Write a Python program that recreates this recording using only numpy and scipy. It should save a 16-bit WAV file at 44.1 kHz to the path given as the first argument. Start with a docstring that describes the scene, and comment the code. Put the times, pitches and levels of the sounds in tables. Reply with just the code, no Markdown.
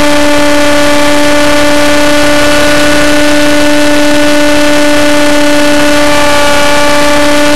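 """A hard, rasping buzz: a model helicopter flies low over a field, heard from a tiny camera on its frame.
Each turn of the two-stroke engine knocks the frame; the rotors shake it and the exhaust adds a roar.
Under load the engine slows, its firing blow shortens and a loose rattle comes sooner.
The summed vibration drives the microphone so far past its range that it only flips between two rails."""
import sys
import numpy as np
from scipy.fft import rfft, irfft, next_fast_len
from scipy.io import wavfile
from scipy.ndimage import map_coordinates

SR = 44100
rng = np.random.default_rng(int(sys.argv[2]) if len(sys.argv) > 2 else 0)


def dump_mix(stems):
    """Bounce the given channels to the path in sys.argv[1] as a 16-bit WAV at rate SR."""
    frames = np.atleast_2d(stems).T  # one column per channel
    limited = np.clip(frames, -1, 1)  # hard clip at full scale
    pcm = np.round(limited * 32767).astype(np.int16)
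    wavfile.write(sys.argv[1], SR, pcm)


N = 332955
GEAR_RATIO = 8.715  # engine turns per main rotor turn


def engine(phase, rebound_height, rocking):
    """A periodic impact train: firing blow, loose rattle, piston rebound. Rocking shifts their timing."""
    # How hard the engine works. Each row: time in seconds, load from 0 to 1.
    load_points = [(0, 0.34), (.8, 0.33), (1.0, 0.47), (1.3, 0.33), (2.3, 0.25), (2.8, 0.04), (3.7, 0.07),
                   (5.3, 0.23), (5.9, 0.07), (6.15, 0.64), (6.55, 0.97), (7.05, 0.55), (7.55, 0.16)]
    # The rattle comes and goes. Each row: time in seconds, height above the microphone's flipping point.
    rattle_points = [(0, -1), (.8, -2.2), (1.05, -1), (1.5, -1.7), (3.0, -.9), (3.4, -2.5), (5.2, -2.5),
                     (6.4, -0.05), (7.55, -1.46)]
    load = curve(load_points)
    # in engine turns, from running free to full load
    blow_length = np.interp(load, [0, 1], [0.2677, 0.14])
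    rattle_delay = np.interp(load, [0, 1], [0.47, 0.26])
    rebound_delay = np.interp(load, [0, 1], [0.66, 0.642])
    firing = firing_blow(phase - 0.0035 * rocking, blow_length)
    rattle = knock(phase - 0.031 * rocking, rattle_delay, curve(rattle_points))  # loosest, so sways most
    rebound = knock(phase - 0.009 * rocking, rebound_delay, rebound_height)
    return np.max([firing, rattle, rebound], axis=0)


def firing_blow(phase, length, rise_per_turn=79, fall_per_turn=72, crest=1.98):
    """Combustion gives a pressure pulse with steep flanks and a broad top; its width shapes the timbre."""
    since_firing = (phase + .5) % 1 - .5
    flanks = np.minimum(rise_per_turn * since_firing, fall_per_turn * (length - since_firing))
    # the middle of the top caves in once, as the engine nears its top speed
    seconds = np.arange(N) / SR
    middle = 2.26 - 2.01 * np.exp(-((seconds - 2.9) / 0.89) ** 2)
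    sag = (crest - middle) * np.exp(-((since_firing - 0.117) / 0.036) ** 2)
    return np.minimum(flanks, crest - sag)


def knock(phase, delay, height, width_turns=0.033):
    """A brief contact makes a parabolic pulse once a turn, delay turns after the firing."""
    offset = (phase - delay + .5) % 1 - .5
    return height - (offset / width_turns) ** 2


def upper_whine(age):
    """A thin whine near 2.7, 2.9 and 4.1 kHz: sines decaying exponentially, age seconds after a firing."""
    # The whine's tones. Each row: frequency in Hz, relative level in dB, seconds to decay by 60 dB.
    tones = [(2690, -9.5, 0.0056), (2912, -5.5, 0.0072), (4116, -12, 0.007)]
    return sum(amp(db - 60 * age / t60) * np.sin(2 * np.pi * hz * age) for hz, db, t60 in tones)


def exhaust_roar():
    """Exhaust and gears radiate broadband noise, strongest in the low and middle frequencies."""
    # The roar's spectrum. 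Each row: frequency in Hz, relative spectral density in dB.
    spectrum = [(30, -6), (200, 1.5), (800, 1.5), (2000, -1.5), (3500, -9), (6000, -15), (12000, -49.5)]
    return noise(spectrum)


def main_rotor(turns, drift_radians=0.2):
    """Rotary forcing, one jolt a rotor turn: the real part presses on the frame, the imaginary rocks it."""
    # The jolt's harmonics. Each row: multiple of the rotor's speed, relative level in dB.
    harmonics = [(1, -2.5), (2, -2), (3, -6)]
    angle = 2 * np.pi * turns / GEAR_RATIO
    orbit = sum(-amp(db) * np.exp(1j * (k * angle + drift_radians * wobble(4))) for k, db in harmonics)
    return orbit / orbit.real.std()


def drivetrain(turns, tail_ratio=4.718):
    """Rotating unbalance gives tones: tail rotor, its two blades, and engine minus main rotor speed."""
    rotor_turns = turns / GEAR_RATIO
    tail = 2 * np.pi * (tail_ratio * rotor_turns + rng.random())
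    beat = 2 * np.pi * (turns - rotor_turns + rng.random())
    return amp(-8.5) * np.cos(tail) + amp(-12) * np.cos(2 * tail) + amp(-6.5) * np.cos(beat)


def steady_hiss():
    """Stationary noise: a faint, steady high hiss under the buzz."""
    # The hiss's spectrum. Each row: frequency in Hz, relative spectral density in dB.
    spectrum = [(20, 7), (1000, 8), (6000, 22), (11000, 8), (13000, -8), (15700, -5)]
    return noise(spectrum)


def amp(db):
    """Decibels to amplitude ratio."""
    return 10 ** (np.asarray(db) / 20)


def curve(points):
    """Linear interpolation of (seconds, value) points, one value per sample."""
    return np.interp(np.arange(N) / SR, *np.transpose(points))


def wobble(rate):
    """A smooth random curve: a spline through rate knots a second."""
    knots = rng.standard_normal(int(N * rate / SR) + 4)
    return map_coordinates(knots, [np.arange(N) * rate / SR])


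def filtered(x, response):
    """Linear filtering: the spectrum of x times a response of frequency."""
    size = next_fast_len(N + SR // 4)
    return irfft(rfft(x, size) * response(np.fft.rfftfreq(size, 1 / SR)), size)[:N]


def coloured(x, points):
    """Spectral shaping by (Hz, dB) points joined on a logarithmic frequency axis."""
    point_hz, db = np.transpose(points)
    return filtered(x, lambda hz: amp(np.interp(np.log(hz + 1), np.log(point_hz), db)))


def noise(spectrum):
    """Gaussian noise of rms 1 with the given spectral shape."""
    shaped = coloured(rng.standard_normal(N), spectrum)
    return shaped / np.sqrt(np.mean(shaped ** 2))


def scene(jitter_turns=0.0029):
    """Structure-borne sound: engine, rotors and roar superpose in the frame that carries the camera."""
    # The engine's speed. Each row: time in seconds, turns per second.
    speed_points = [(0.0, 293.4), (0.86, 291.9), (1.3, 293.2), (1.94, 293.1), (2.1, 294.0), (2.26, 293.5),
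                    (3.26, 295.1), (3.5, 294.2), (3.8, 294.9), (3.9, 294.2), (4.24, 294.6), (5.06, 294.3),
                    (5.4, 293.3), (6.1, 293.6), (6.4, 290.5), (6.6, 290.0), (6.72, 291.5), (7.55, 293.9)]
    # The piston's rebound. Each row: time in seconds, height above the microphone's flipping point.
    rebound_points = [(0, -0.075), (.55, 0.25), (.78, 1.26), (1.15, -0.14), (1.5, 0.95), (1.95, 0.43),
                      (2.25, 0.69), (2.62, 1.5), (3.1, -0.13), (3.8, -0.41), (4.55, 0.2), (5.3, 0.025),
                      (5.9, 0.053), (6.4, 2.05), (6.9, 1.1), (7.55, 0.23)]
    speed, rebound = curve(speed_points), curve(rebound_points)
    turns = np.cumsum(speed) / SR
    orbit = main_rotor(turns)
    # uneven combustion makes each firing slightly early or late
    phase = turns + jitter_turns * wobble(200)
    knocks = engine(phase, rebound, rocking=orbit.imag)
    shake = amp(-5.5) * orbit.real + drivetrain(turns)
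    # whine and roar both grow with a harder rebound
    whine = amp(3.0 * rebound) * upper_whine(age=phase % 1 / speed)
    roar = amp(-0.4 + 0.46 * rebound) * exhaust_roar()
    return (knocks + whine + shake + roar)[None]


def record(dry, swing_db=0.66, low_rail=-0.68, hiss_db=-37, cutoff_hz=15720):
    """Hard clipping: the overloaded microphone flips between two rails whenever its drive passes zero."""
    # The camera's frequency response. Each row: frequency in Hz, gain in dB.
    response = [(20, -0.5), (3000, 0), (8000, -2), (11000, -1), (12000, -4.5), (13000, -11.5), (14000, -14),
                (15700, -17)]
    drive = dry[0]
    slope = np.abs(np.gradient(drive)) + 1e-9
    high_share = np.clip(.5 + drive / slope, 0, 1)  # part of each sample spent on the high rail
    sound = amp(swing_db) * coloured(high_share, response) + amp(hiss_db) * steady_hiss()
    return (low_rail + filtered(sound, lambda hz: hz < cutoff_hz))[None]


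dry = scene()
out = record(dry)
dump_mix(out)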